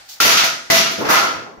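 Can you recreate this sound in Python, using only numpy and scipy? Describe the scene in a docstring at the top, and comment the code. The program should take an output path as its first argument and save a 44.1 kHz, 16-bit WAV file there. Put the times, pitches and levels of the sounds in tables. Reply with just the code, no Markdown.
"""A steel stand on a bench is struck with a heavy tool, tips over and crashes twice on the hard floor of a tin shed.
Each contact is a short rattle of noise that rings the hollow post and the base plate; the shed reverberates.
Ahead of the blow a shoe scuffs the floor, over the background of the shed; both are coloured noise on level curves.
All is far too loud for the small stereo recorder, whose limiter holds the level flat until the echo has died down."""
import sys
import numpy as np
from scipy import signal
from scipy.fft import rfft, irfft
from scipy.io import wavfile
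from scipy.ndimage import uniform_filter1d

SR = 44100
rng = np.random.default_rng(int(sys.argv[2]) if len(sys.argv) > 2 else 0)


def store_pcm(level_fs):
    """Save levels as 16-bit WAV."""
    pcm = np.round(np.clip(level_fs, -1, 1) * 32767).astype(np.int16)
    wavfile.write(sys.argv[1], SR, np.atleast_2d(pcm).T)


N = 70560


def from_db(db):
    """Decibels to amplitude factor."""
    return 10 ** (np.asarray(db) / 20)


def rms_one(x):
    """Scale a sound to an overall RMS of 1."""
    return x / np.sqrt(np.mean(x ** 2) + 1e-20)


def in_time(rows):
    """Draw a curve through (time, value) points, one value per sample."""
    seconds, values = np.transpose(rows)
    return np.interp(np.arange(N) / SR, seconds, values)


def at_hz(points, hz):
    """Read a (frequency, value) curve, straight on a logarithmic pitch axis."""
    points = np.array(points)
    return np.interp(np.log(hz), np.log(points[:, 0]), points[:, 1])


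# Stereo width, 1 = mono, 0 = unrelated channels: (frequency [Hz], left-right correlation [-1 to 1])
STEREO_LIKENESS = [(60, .22), (250, .4), (640, .1), (1400, -.08), (15000, .0)]


def stereo_noise(colour):
    """Spectrum of two-channel noise with the given colour and the likeness of the two microphones."""
    hz = np.maximum(np.arange(N // 2 + 1) * SR / N, 10)
    mid, side = rfft(rng.standard_normal((2, N)))
    alike = np.clip(at_hz(STEREO_LIKENESS, hz), -1, 1)
    left_right = np.sqrt(1 + alike) * mid + np.sqrt(1 - alike) * side * [[1], [-1]]
    return hz, from_db(at_hz(colour, hz)) * left_right


def hiss(colour, level):
    """Coloured stereo noise riding a level curve."""
    _, spectrum = stereo_noise(colour)
    return from_db(in_time(level)) * rms_one(irfft(spectrum, N))


# Tone of the shed's background: (frequency [Hz], relative level per Hz [dB])
AIR_COLOUR = [(18, -39), (30, -8), (435, -12.5), (859, 0), (954, -9), (1150, -6.5), (1490, -1.5),
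              (3180, -7.5), (4600, -5), (15800, -27.5)]
# Fader of the background: (time [s], level [dB])
AIR_FADER = [(0, -42), (.06, -47.5), (.19, -47), (.7, -43), (1.6, -68)]


def background():
    """The air of the shed as steady noise under a slow fader."""
    return hiss(AIR_COLOUR, AIR_FADER)


# Fader of the shoe scuff: (time [s], level [dB])
SCUFF_FADER = [(0.07, -47.5), (0.076, -60), (0.092, -34.5), (0.14, -35), (0.18, -46), (0.186, -41)]
# Tone of the scuff: (frequency [Hz], relative level per Hz [dB])
SCUFF_TONE = [(180, -62), (300, -50), (1630, -34), (1740, -26), (2230, -24), (2810, -18.5), (4700, -10.5),
              (6760, -14), (9120, -26.5), (15800, -17)]


def shoe_scuff():
    """A shoe rubs the floor during the swing: friction as bright noise in quick swells."""
    return hiss(SCUFF_TONE, [(0.0054, -77)] + list(SCUFF_FADER) + [(.21, -65)])


# Every contact of the stand; the levels are relative drives:
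# (time [s], rattle length [s], thud [dB], boom [dB], body [dB], crack [dB], sizzle [dB],
#  post ring [dB], plate ring [dB])
HITS = [(0.2014, 0.027, 8, 5, 12, 9.5, 15, -3.5, -13.5), (0.249, 0.021, -2, 9.5, 9.5, 4.5, 11, -26, -5.5),
        (0.291, 0.047, -8, -24, 8.5, 7, 9.5, -0.5, -24), (0.37, 0.01, -32, -24, 6.5, 8, 5, -0.5, -27),
        (0.435, 0.021, -22, -8, 2.5, -0.5, 2.5, -3, -12.5), (0.7002, 0.022, 3, 7.5, 10, 5.5, 11, -4, -0.5),
        (0.745, .03, 3, -25, 5.5, 5.5, 7, -18, -35), (0.782, 0.013, -29, -27, -1, 3.5, 1.5, -11.5, -1),
        (0.854, 0.039, -30, -24, 0.5, -3.5, -11, -9, -41), (0.907, .03, -48, -0.5, -12, -8.5, -9, -40, -24),
        (0.978, 0.066, 0, 9, -12, -15, -14, -17.5, -24), (1.004, 0.026, -19, 8, 6, -23, -15, -28, -29),
        (1.046, 0.06, -4, 0, 6, -10.5, -13, -22, -47), (1.087, 0.022, 3, 7, 10.5, -4.5, 1, -9.5, -11),
        (1.101, 0.037, -13, 3.5, 16, -0.5, 9.5, 1, -11), (1.140, 0.01, -20, -4, 11, 4.5, 3, 0.5, -12),
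        (1.226, 0.033, -9, -4.5, 8.5, -13, -7.5, -3.5, -16), (1.262, .03, -16, -3.5, -7, -8, -25, -16, -22),
        (1.334, 0.099, -5, -6, -3.5, -20.5, -27, -18.5, -26.5),
        (1.385, .03, -23, -10, -27, -43.5, -51, -29, -39),
        (1.460, 0.034, -17, -8, -7.5, -64, -51, -51, -45),
        (1.574, 0.018, -13, -13.5, -16, -61, -76, -57, -41.5)]


def rattles():
    """Power of each contact over time: sudden start, dying over the rattle length, energy 1."""
    t = np.arange(N) / SR
    out = np.array([(t >= start) * np.exp(-6 * np.maximum(t - start, 0) / max(length, .002))
                    for start, length, *_ in HITS])
    return out / out.sum(axis=1, keepdims=True)


# Colour of shed and microphones: (frequency [Hz], relative level per Hz [dB])
SHED_COLOUR = [(30, -39), (60, -1.5), (150, -4.5), (400, -1), (1000, -2), (2200, 3), (6000, 1.5),
               (7200, -7.5), (8200, -20), (9300, -15), (12000, -10), (16000, -11.5)]
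# Echo length of the shed: (frequency [Hz], time to fall 60 dB [s])
SHED_DECAY = [(40, 0.11), (80, 0.32), (150, 0.75), (300, 0.7), (700, 0.47), (1500, 0.52), (4000, 0.47),
              (8000, 0.52), (15000, 0.24)]
# Centres of thud, boom, body, crack and sizzle: (frequency [Hz])
REGISTERS = [70, 300, 1000, 3500, 11000]
SHED_RISE_S, DIRECT_DB, DIRECT_S = 0.0019, 0, 0.0017   # echo build-up; extra early sound and its decay


def shed_echo(power):
    """Diffuse noise in third-octave bands, each dying at its own rate: the shed's reply and the contacts' roar."""
    t = np.arange(N) / SR
    hz, echo = stereo_noise(SHED_COLOUR)
    _, noise = stereo_noise(SHED_COLOUR)
    band = np.round(3 * np.log2(hz / 20))
    early = (1 - np.exp(-t / SHED_RISE_S)) * (1 + from_db(DIRECT_DB) * np.exp(-t / DIRECT_S))
    reply, roar = 0, 0
    for k in range(31):
        centre = 20 * 2 ** (k / 3)
        decay = early * from_db(-60 * t / at_hz(SHED_DECAY, centre))
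        drive_db = [np.interp(np.log(centre), np.log(REGISTERS), row) for row in np.array(HITS)[:, 2:7]]
        fed = from_db(2 * np.array(drive_db)) @ power   # doubled dB: power
        roar_power = np.maximum(signal.fftconvolve(fed, decay ** 2)[:N], 0)
        reply = reply + irfft(echo * (band == k), N) * decay
        roar = roar + irfft(noise * (band == k), N) * np.sqrt(roar_power)
    return reply, roar


def ring(clicks, hz, t60):
    """A two-pole resonator: a unit click sets a sine of height 1 ringing."""
    r, w = from_db(-60 / (t60 * SR)), 2 * np.pi * hz / SR
    return signal.lfilter([0, np.sin(w)], [1, -2 * r * np.cos(w), r * r], clicks + 1e-18)


def drift(rate):
    """Slow chance, spread 1: white noise through two equal low-pass poles."""
    r = np.exp(-2 * np.pi * rate / SR)
    return rms_one(signal.lfilter([1], [1, -2 * r, r * r], rng.standard_normal(N + 4000))[4000:])


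# Modes of the hollow post: (frequency [Hz], relative level [dB], time to fall 60 dB before the cap below [s])
POST_MODES = [(695, -6.5, 0.094), (806, -5, 0.11), (1060, -11, 0.09), (964, -1.5, 0.12), (1219, -7.5, 0.52),
              (1263, 1.5, 0.41), (1284, 4.5, 0.12), (1327, -2, 0.31), (1372, 7, 0.13), (1427, -1, 0.39),
              (1544, 4.5, 0.097), (2180, -27, 0.42), (2550, -18, 0.35), (4470, 0, 0.28), (5667, -17, .15)]
# Modes of the base plate: (frequency [Hz], relative level [dB], time to fall 60 dB before the cap below [s])
PLATE_MODES = [(153.7, -6.5, 0.14), (240.5, -3.5, 0.1), (361.3, -10, 0.37), (562.7, -4, 0.77),
               (667, 9.5, 0.18), (696, -18, 0.36), (2008, 12, 0.089), (2362, -5, .25), (2780, -4.5, .25),
               (3121, -25, .25), (3830, -11, .15), (4848, -19, .12), (5720, 3, 0.14)]
RING_DB, STRIKE_SPREAD_DB, RING_DIRECT_DB = -42.5, 2.5, 0
WOBBLE_DB, WOBBLE_HZ = 4.5, 22   # the tumbling stand turns its ring to and fro
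LONGEST_RING_S = .3              # cap on the decays; tighter above 1500 Hz
PATH_SPREAD_S = .002             # largest delay of a mode on its way to each microphone


def rings():
    """Post and plate modes, struck by every contact, each swelling and dipping: (sent to the shed, heard direct)."""
    table, sent, heard = np.array(HITS), np.zeros(N), np.zeros((2, N))
    starts = (table[:, 0] * SR).astype(int)
    for strike_db, modes in zip(table[:, 7:9].T, [POST_MODES, PLATE_MODES]):
        for hz, level_db, t60 in modes:
            luck = rng.standard_normal((len(table), 2))
            clicks = np.zeros(N)
            clicks[starts] = np.sign(luck[:, 0]) * from_db(strike_db + STRIKE_SPREAD_DB * luck[:, 1])
            longest = LONGEST_RING_S * min(1, np.sqrt(1500 / hz))
            swell = from_db(RING_DB + level_db + WOBBLE_DB * drift(WOBBLE_HZ))
            mode = swell * ring(clicks, hz, np.clip(t60, .02, longest))
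            sent += mode / from_db(at_hz(SHED_COLOUR, hz))   # evens out the shed's colour at this pitch
            heard += [np.roll(mode, int(lag * SR)) for lag in PATH_SPREAD_S * rng.random(2)]
    return sent, from_db(RING_DIRECT_DB) * np.sqrt(SR / 20) * heard


# Dry grains by register: (contact column that drives them [index from 0], rate [per s], size spread [dB],
#  low edge [Hz], high edge [Hz], level [dB])
GRAINS = [(3, 320, 1.5, 148, 560, -6.5), (4, 560, 4, 460, 1580, -14), (5, 1500, -7, 1700, 5000, -15.5)]


def clatter(power):
    """Uneven knocks and grains of steel on concrete: random clicks, band-passed, straight to each microphone."""
    out = 0
    for column, rate, spread_db, low_hz, high_hz, level_db in GRAINS:
        sizes = from_db(spread_db * np.minimum(rng.exponential(1, (2, N)), 4))
        signed = sizes * rng.choice([-1, 1], (2, N))
        grains = rms_one(signed * (rng.random((2, N)) < rate / SR))
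        drive_db = np.array(HITS)[:, int(round(column))]
        strength = np.sqrt(from_db(2 * drive_db) @ power * SR / 20)
        band = signal.butter(3, [low_hz, high_hz], "band", fs=SR, output="sos")
        out = out + from_db(level_db) * signal.sosfilt(band, grains * strength + 1e-18)
    return out


def crash():
    """The contacts roar in the shed, the rings pass through the same echo, and direct rings and clatter join."""
    power = rattles()
    reply, roar = shed_echo(power)
    sent, heard = rings()
    ringing = signal.fftconvolve(sent[None], reply, axes=1)[:, :N]
    echo_gain = np.sqrt(SR / 10 / np.sum(reply ** 2))   # sets the energy of the echo
    return (roar + ringing) * echo_gain + heard + clatter(power)


def scene():
    """The falling stand in the shed, the scuff and the background."""
    return from_db(-17) * crash() + shoe_scuff() + background()


LIMIT_DB, RELEASE_DB_PER_S = -10.0, 175
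LIMIT_ATTACK_S, LEVEL_WINDOW_S = 0.00067, 0.0041
CUTOFF_HZ, TOP = 16050, 1.0   # low-pass stop-band edge; full scale


def record(dry):
    """A limiter ducks fast and recovers at a steady rate; the highest peaks are flattened, the top is cut."""
    t = np.arange(N) / SR
    mean_power = uniform_filter1d(np.mean(dry ** 2, axis=0), int(LEVEL_WINDOW_S * SR))
    level = 10 * np.log10(np.maximum(mean_power, 1e-12))
    # the held level jumps up with the sound and falls no faster than the release
    held_level = np.maximum.accumulate(level + RELEASE_DB_PER_S * t) - RELEASE_DB_PER_S * t
    over = np.maximum(held_level - LIMIT_DB, 0)
    r = np.exp(-1 / (LIMIT_ATTACK_S * SR))
    limited = dry * from_db(-signal.lfilter([1 - r], [1, -r], over))
    low_pass = signal.cheby2(14, 45, CUTOFF_HZ, fs=SR, output="sos")
    return np.clip(signal.sosfilt(low_pass, np.clip(limited, -TOP, TOP)), -TOP, TOP)


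dry = scene()
out = record(dry)
store_pcm(out)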